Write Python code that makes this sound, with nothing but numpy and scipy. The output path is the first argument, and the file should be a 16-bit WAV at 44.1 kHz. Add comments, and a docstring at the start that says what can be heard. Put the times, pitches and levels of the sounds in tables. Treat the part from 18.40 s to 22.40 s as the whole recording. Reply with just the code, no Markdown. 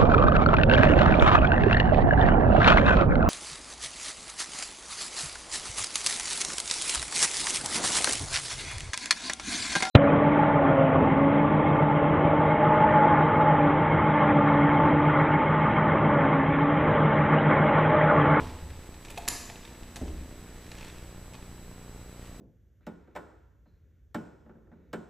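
"""Wooden double pendulum in a workshop

The pendulum swings in a reverberant room: its loose joints tick and rub, its stand rings hollow
when jolted, and the arms clack together once, hard, with a brief chatter. A bump is dying away
at the start and soft thumps shake the bench. Behind are rumble, hiss, hum, a whine and a flutter."""
import sys
import numpy as np
from scipy import signal
from scipy.fft import rfft, irfft
from scipy.io import wavfile

SR = 44100
rng = np.random.default_rng(int(sys.argv[2]) if len(sys.argv) > 2 else 0)


def int16_out(signal):
    """Quantize to a 16-bit WAV file."""
    q = np.round(np.clip(np.atleast_2d(signal).T, -1, 1) * 32767)
    wavfile.write(sys.argv[1], SR, q.astype(np.int16))


N = 176400
TIME = np.arange(N) / SR
HZ = np.maximum(np.arange(N // 2 + 1) * SR / N, 1)


def from_db(db):
    """Decibels to gain."""
    return 10 ** (np.asarray(db) / 20)


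def unit(x):
    """Scale to an energy of one."""
    return x / np.sqrt(np.sum(x ** 2) + 1e-20)


def at_hz(points, hz):
    """Read a curve on a log-frequency axis."""
    f, value = np.transpose(points)
    return np.interp(np.log(hz), np.log(f), value)


def colour(x, spectrum):
    """Apply an EQ curve."""
    return irfft(rfft(x) * from_db(at_hz(spectrum, HZ)), N)


def noise(spectrum):
    """Coloured noise, rms one."""
    x = colour(rng.standard_normal(N), spectrum)
    return x / x.std()


def fade(t60):
    """Exponential decay, 60 dB down after t60 seconds."""
    return np.exp(-np.minimum(np.log(1000) * TIME / t60, 40))


def widen(mid, side):
    """Mid and side to left and right."""
    return np.array([mid + side, mid - side])


def pan(stereo, right_db):
    """Raise the right channel and lower the left by as much."""
    return stereo * from_db([[-right_db], [right_db]])


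def ringing(modes, size=N, uneven_db=0):
    """Decaying sines of alternating sign; uneven_db varies them as if the blow landed elsewhere."""
    t, out = TIME[:size], 0
    for k, (hz, db, t60) in enumerate(modes):
        envelope_db = db + uneven_db * rng.standard_normal() - np.minimum(60 * t / t60, 300)
        out = out + (-1) ** k * from_db(envelope_db) * np.sin(2 * np.pi * hz * t)
    return out


def strikes(hits, modes, crack, crack_t60, crack_db, ring_db, size):
    """Each contact is a noise crack plus the body's modes, dulled by the softness of the touch."""
    out = np.zeros(N + size)
    grain, decay = noise(crack), fade(crack_t60)[:size]
    for onset_s, db, cutoff_hz in hits:
        burst = from_db(crack_db) * unit(np.roll(grain, rng.integers(N))[:size] * decay)
        ring = from_db(ring_db) * unit(ringing(modes, size, uneven_db=2.5))
        softness = signal.butter(2, cutoff_hz, fs=SR)
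        start = int(onset_s * SR)
        out[start:start + size] += from_db(db) * signal.lfilter(*softness, burst + ring)
    return out[:N]


# Room tone, heavy in the lows: f/Hz, relative level/dB
ROOM_TONE_EQ = [(20, 26.5), (35, 28.5), (70, 25), (130, 14), (250, 13), (450, 10), (700, 7), (1200, 5.5),
                (2200, 2), (4000, -4), (7000, -6.5), (10000, -8.5), (15000, -11)]
# Hiss at the sides: f/Hz, relative level/dB
SIDE_HISS_EQ = [(40, 9), (120, 8), (300, 6.5), (1000, 4.5), (3000, -0.5), (7000, 6), (15000, -0.5)]
def room_tone(rumble_db=-49, hiss_db=-61.5):
    """A steady bed: rumble in the centre, faint hiss for width."""
    return widen(from_db(rumble_db) * noise(ROOM_TONE_EQ), from_db(hiss_db) * noise(SIDE_HISS_EQ))


# Whine partials: f/Hz, rms level/dB
WHINE_TONES = [(3934, -71.5), (7867, -63.5), (11800, -75.5)]
# Hum tone: f/Hz, rms level/dB
HUM_TONES = [(179.6, -62)]
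def electronics():
    """A thin electronic whine over a low hum, all steady sines."""
    return sum(np.sqrt(2) * from_db(db) * np.sin(2 * np.pi * (hz * TIME + rng.random()))
               for hz, db in WHINE_TONES + HUM_TONES)


# Rhythm of each pulse train: rate/Hz, first t/s, polarity
FLUTTER_RHYTHM = [(29.97, .0112, 1), (29.97, .0245, -1), (29.917, .0018, -1), (29.917, .0182, -1)]
# Pulse shape of each train: peak level/dB, rise/s, fall/s
FLUTTER_PULSES = [(-38.5, 0.00014, 0.0015), (-37, 0.00047, 0.0015), (-45, .001, 0.00042),
                  (-43.5, 0.0013, 0.00042)]
def flutter(uneven_db=2.0):
    """Two cycles, each twitching softly twice a turn, slide slowly towards each other."""
    t, out = TIME[:SR // 20], 0
    for (rate, first, polarity), (db, rise, fall) in zip(FLUTTER_RHYTHM, FLUTTER_PULSES):
        onsets = (np.arange(first, TIME[-1], 1 / rate) * SR).astype(int)
        clicks = np.zeros(N)
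        clicks[onsets] = polarity * from_db(db + uneven_db * rng.standard_normal(len(onsets)))
        pulse = (1 - np.exp(-t / rise)) ** 2 * np.exp(-t / fall)
        out = out + signal.fftconvolve(clicks, pulse / pulse.max())[:N]
    low_cut = signal.butter(1, 20, "high", fs=SR, output="sos")
    return signal.sosfilt(low_cut, out)


# Reverb decay: f/Hz, t60/s
REVERB_DECAY = [(100, 0.9), (700, 0.74), (2000, 0.86), (5000, .82), (7500, 0.77), (10500, .5), (15000, 0.7)]
# Reverb tone: f/Hz, level/dB
REVERB_EQ = [(60, 2.5), (300, 3.5), (1000, 2), (2500, -3), (5000, -1), (7000, -1.5), (11000, -4),
             (14000, -9)]
# Reverb width: f/Hz, side level re mid/dB
REVERB_WIDTH = [(100, -22), (500, -20), (1500, -28), (4000, -36), (6500, -10), (10000, -7)]
def workshop_reverb(send, build_s=0.009):
    """Reflections build into a diffuse tail that dies sooner in the high treble."""
    centres_hz = np.linspace(10, 122, 20) ** 2
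    band_of_bin = np.rint(np.interp(np.log(HZ), np.log(centres_hz), np.arange(len(centres_hz))))
    spectrum = rfft(rng.standard_normal((2, N))) * from_db(at_hz(REVERB_EQ, HZ))
    build_up = 1 - np.exp(-(TIME / build_s) ** 2)
    tail = 0
    for k, hz in enumerate(centres_hz):
        band = irfft(spectrum * (band_of_bin == k), N)
        tail = tail + band * unit(fade(at_hz(REVERB_DECAY, hz)) * build_up)
    mid, side = signal.fftconvolve(send[None], tail, axes=1)[:, :N]
    return widen(mid, colour(side, REVERB_WIDTH))


# Lingering modes of the bump: f/Hz, level/dB, t60/s
BUMP_MODES = [(77.2, -34.5, 1.05), (94, -52, 0.46), (178, -59, 0.43), (250, -40, 0.66), (357, -51, .6),
              (437.5, -44, 0.53), (476, -52, 0.75), (690, -54, .8), (867, -48, 1.4), (964, -51, 0.53),
              (985, -48.5, 0.53), (1068, -49, 0.37)]
# Its dark wash in the room: f/Hz, relative level/dB
BUMP_WASH_EQ = [(40, 2), (100, 2), (350, -6), (600, -8), (1000, -10.5), (1500, -16.5), (2800, -20.5),
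                (5000, -27), (14000, -46)]
def bump_tail(wash_db=-37.5, wash_t60=1, fade_in_s=0.0013):
    """The ring and room wash of a bump, already dying away as the scene opens."""
    wash = from_db(wash_db) * noise(BUMP_WASH_EQ) * fade(wash_t60)
    return (ringing(BUMP_MODES) + wash) * (1 - np.exp(-TIME / fade_in_s))


# Thump cues: t/s, level/dB, low-pass f/Hz
BENCH_HITS = [(.225, -1.5, 100), (1.6148, -1, 1300), (1.733, 0, 97.2), (1.6, -2.5, 70), (3, -17, 46.3)]
# Boom of the bench: f/Hz, relative level/dB, t60/s
BENCH_BODY = [(60.7, 6, 0.17), (80, -0.5, 0.39), (155, -8, 0.3), (176, -0.5, 0.2), (256.2, -9, 0.26),
              (320, -3, 0.21), (387, -11, 0.76), (421, -17, 0.47), (572, -22, 0.25), (775, -24, 0.18)]
# Dull attack: f/Hz, relative level/dB
BENCH_THUD_EQ = [(30, 2), (70, 1), (170, 2), (350, 0), (550, -7), (800, -11), (1100, -25), (4000, -50)]
def bench_thumps():
    """Heavy, soft bumps stir the bench's low modes."""
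    return strikes(BENCH_HITS, BENCH_BODY, BENCH_THUD_EQ,
                   crack_t60=0.11, crack_db=-4, ring_db=-3.5, size=SR)


# Fader ride of the rub: t/s, level/dB
RUB_RIDE = [(0, -59), (.6, -65.5), (.72, -59), (.85, -58.5), (1.25, -62.5), (1.5, -63), (2.1, -64.5),
            (2.35, -57.5), (2.42, -51), (2.52, -59), (2.7, -65), (3.2, -81), (3.74, -79), (3.85, -56),
            (3.92, -74), (4, -77)]
# Dry friction tone: f/Hz, relative level/dB
RUB_EQ = [(300, -5), (1200, -7.5), (1800, 0.5), (2650, -4), (3200, -3.5), (4500, -8), (7000, -10),
          (9000, -14), (15000, -22)]
def pivot_rub(slips_per_s=550, spread_db=4):
    """Dry wood turns on the pivots in dense, tiny slips."""
    slips = (rng.random(N) < slips_per_s / SR) * rng.choice([-1, 1], N)
    strengths = from_db(spread_db * rng.standard_normal(N))
    grains = colour(slips * strengths, RUB_EQ)
    return grains / grains.std() * from_db(np.interp(TIME, *np.transpose(RUB_RIDE)))


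# Knock cues: t/s, level/dB
STAND_HITS = [(.7775, -9), (.8785, -21.5), (1.093, -22), (1.5655, -23)]
# Hollow body of the stand: f/Hz, relative level/dB, t60/s
STAND_BODY = [(437, -25, .08), (695, 2, 0.076), (724, -0.5, .05), (790, -2.5, .045), (873, -8.5, 0.093)]
def stand_knocks():
    """Each jolt rings the same hollow note from the stand."""
    ring = unit(ringing(STAND_BODY))
    return sum(from_db(db) * np.interp(TIME - onset_s, TIME, ring, left=0) for onset_s, db in STAND_HITS)


# Tick cues: t/s, level/dB, low-pass f/Hz
JOINT_HITS = [(.097, -23.5, 4000), (.187, -23, 3000), (.303, -21, 3000), (.542, -23.5, 4000),
              (.649, -18.5, 5500), (.657, -27, 8000), (.683, -21, 3500), (.700, -24, 5000),
              (.703, -21.5, 16000), (.7075, -30, 10000), (.713, -26, 12000), (.723, -29, 8000),
              (.767, -25, 3000), (.7745, -10.5, 3000), (.7765, -15.5, 6360), (.781, -21, 15000),
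              (.804, -28, 5950), (1.089, -18, 2000), (1.099, -14, 3020), (1.157, -20, 3500),
              (1.230, -24, 3000), (1.251, -21, 5000), (1.276, -24, 3500), (1.292, -29, 3000),
              (1.348, -24.5, 3000), (1.361, -36, 5960), (1.432, -27.5, 7000), (1.5585, -15, 7940),
              (1.5655, -17.5, 9000), (1.567, -16, 900), (1.573, -28, 11000), (1.681, -21, 3000),
              (2.316, -17.5, 6150), (2.384, -19.5, 5030), (2.409, -18.5, 4000), (2.428, -17.5, 3000),
              (2.447, -21, 6000), (2.479, -30, 6000), (2.499, -21, 3500), (2.935, -25.5, 6000),
              (2.943, -22.5, 4500), (2.951, -21.5, 4000), (3.025, -26, 3000)]
# Small ring of a joint: f/Hz, relative level/dB, t60/s
JOINT_BODY = [(900, -5.5, 0.051), (1774, -4, 0.036), (2440, 1, 0.022), (2620, -1, 0.028), (3180, -9, 0.019),
              (3640, -3, 0.03), (4340, -7, 0.037), (6000, -5, .02), (6950, -3, 0.029)]
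# Tick attack: f/Hz, relative level/dB
JOINT_CRACK_EQ = [(300, 0.5), (1200, -6.5), (2600, 0), (5000, -5), (7500, -3), (10500, -4.5), (15000, -7)]
def joint_ticks():
    """The loose joints tick lightly as the load on the pivots reverses."""
    return strikes(JOINT_HITS, JOINT_BODY, JOINT_CRACK_EQ,
                   crack_t60=0.037, crack_db=1, ring_db=-6.5, size=4096)


# Contacts within the one clack: t/s, level/dB, low-pass f/Hz
ARM_HITS = [(.8775, -1.5, 1930), (.8791, -5.5, 9000), (.8826, -7, 13900), (.8857, -1.5, 18000),
            (.8899, -17, 16000), (.8963, -23, 16000)]
# Tight, bright ring of the arms: f/Hz, relative level/dB, t60/s
ARM_BODY = [(1080, -11, 0.011), (1810, 0, 0.013), (2612, -8.5, 0.017), (3480, -9, 0.0094),
            (4340, -10, 0.0089), (5020, -6, 0.011), (5500, -9, 0.014), (6860, -3, 0.013), (6950, 3, 0.014),
            (7155, 1.5, 0.018), (8860, -6, .012), (10440, -5, 0.0073), (10820, -0.5, 0.0082),
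            (12430, -1.5, .01)]
# Clack attack: f/Hz, relative level/dB
ARM_CRACK_EQ = [(100, 0.5), (400, -5.5), (1000, -6), (1800, -4.5), (3000, -4.5), (6000, -2), (7000, 3),
                (8300, -5), (11000, 4), (12000, -6), (15000, -14)]
def arm_clack():
    """The arms collide and chatter, hard wood on wood."""
    return strikes(ARM_HITS, ARM_BODY, ARM_CRACK_EQ,
                   crack_t60=0.015, crack_db=-0.5, ring_db=-5, size=8192)


# Width of the direct sound, mostly treble: f/Hz, side level re mid/dB
DIRECT_WIDTH = [(200, -39), (1500, -23), (5000, -25), (12000, -9)]
def near_reflection(direct, lag_s=0.0012):
    """A near reflection sets left and right apart around the direct sound."""
    reflection = np.interp(TIME - lag_s, TIME, colour(direct, DIRECT_WIDTH))
    return widen(direct, reflection)


def scene(clack_send_db=-1, joint_send_db=-4, stand_send_db=-7, bench_send_db=-4):
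    """Pendulum and bench just right of centre, the workshop around them, the steady bed behind."""
    clack = arm_clack()
    joints = joint_ticks() + pivot_rub()
    knocks = stand_knocks()
    thumps = bench_thumps()
    send = (from_db(clack_send_db) * clack + from_db(joint_send_db) * joints
            + from_db(stand_send_db) * knocks + from_db(bench_send_db) * thumps)
    reverb = workshop_reverb(send)
    direct = near_reflection(clack + joints + knocks + thumps + bump_tail())
    bed = electronics() + flutter() + room_tone()
    return pan(bed, right_db=0.25) + pan(reverb, right_db=-0.1) + pan(direct, right_db=0.57)


def record(dry):
    """A steep high cut on the whole mix."""
    cutoff_hz = 15300
    return signal.sosfilt(signal.ellip(12, .1, 80, cutoff_hz, fs=SR, output="sos"), dry)


dry = scene()
out = record(dry)
int16_out(out)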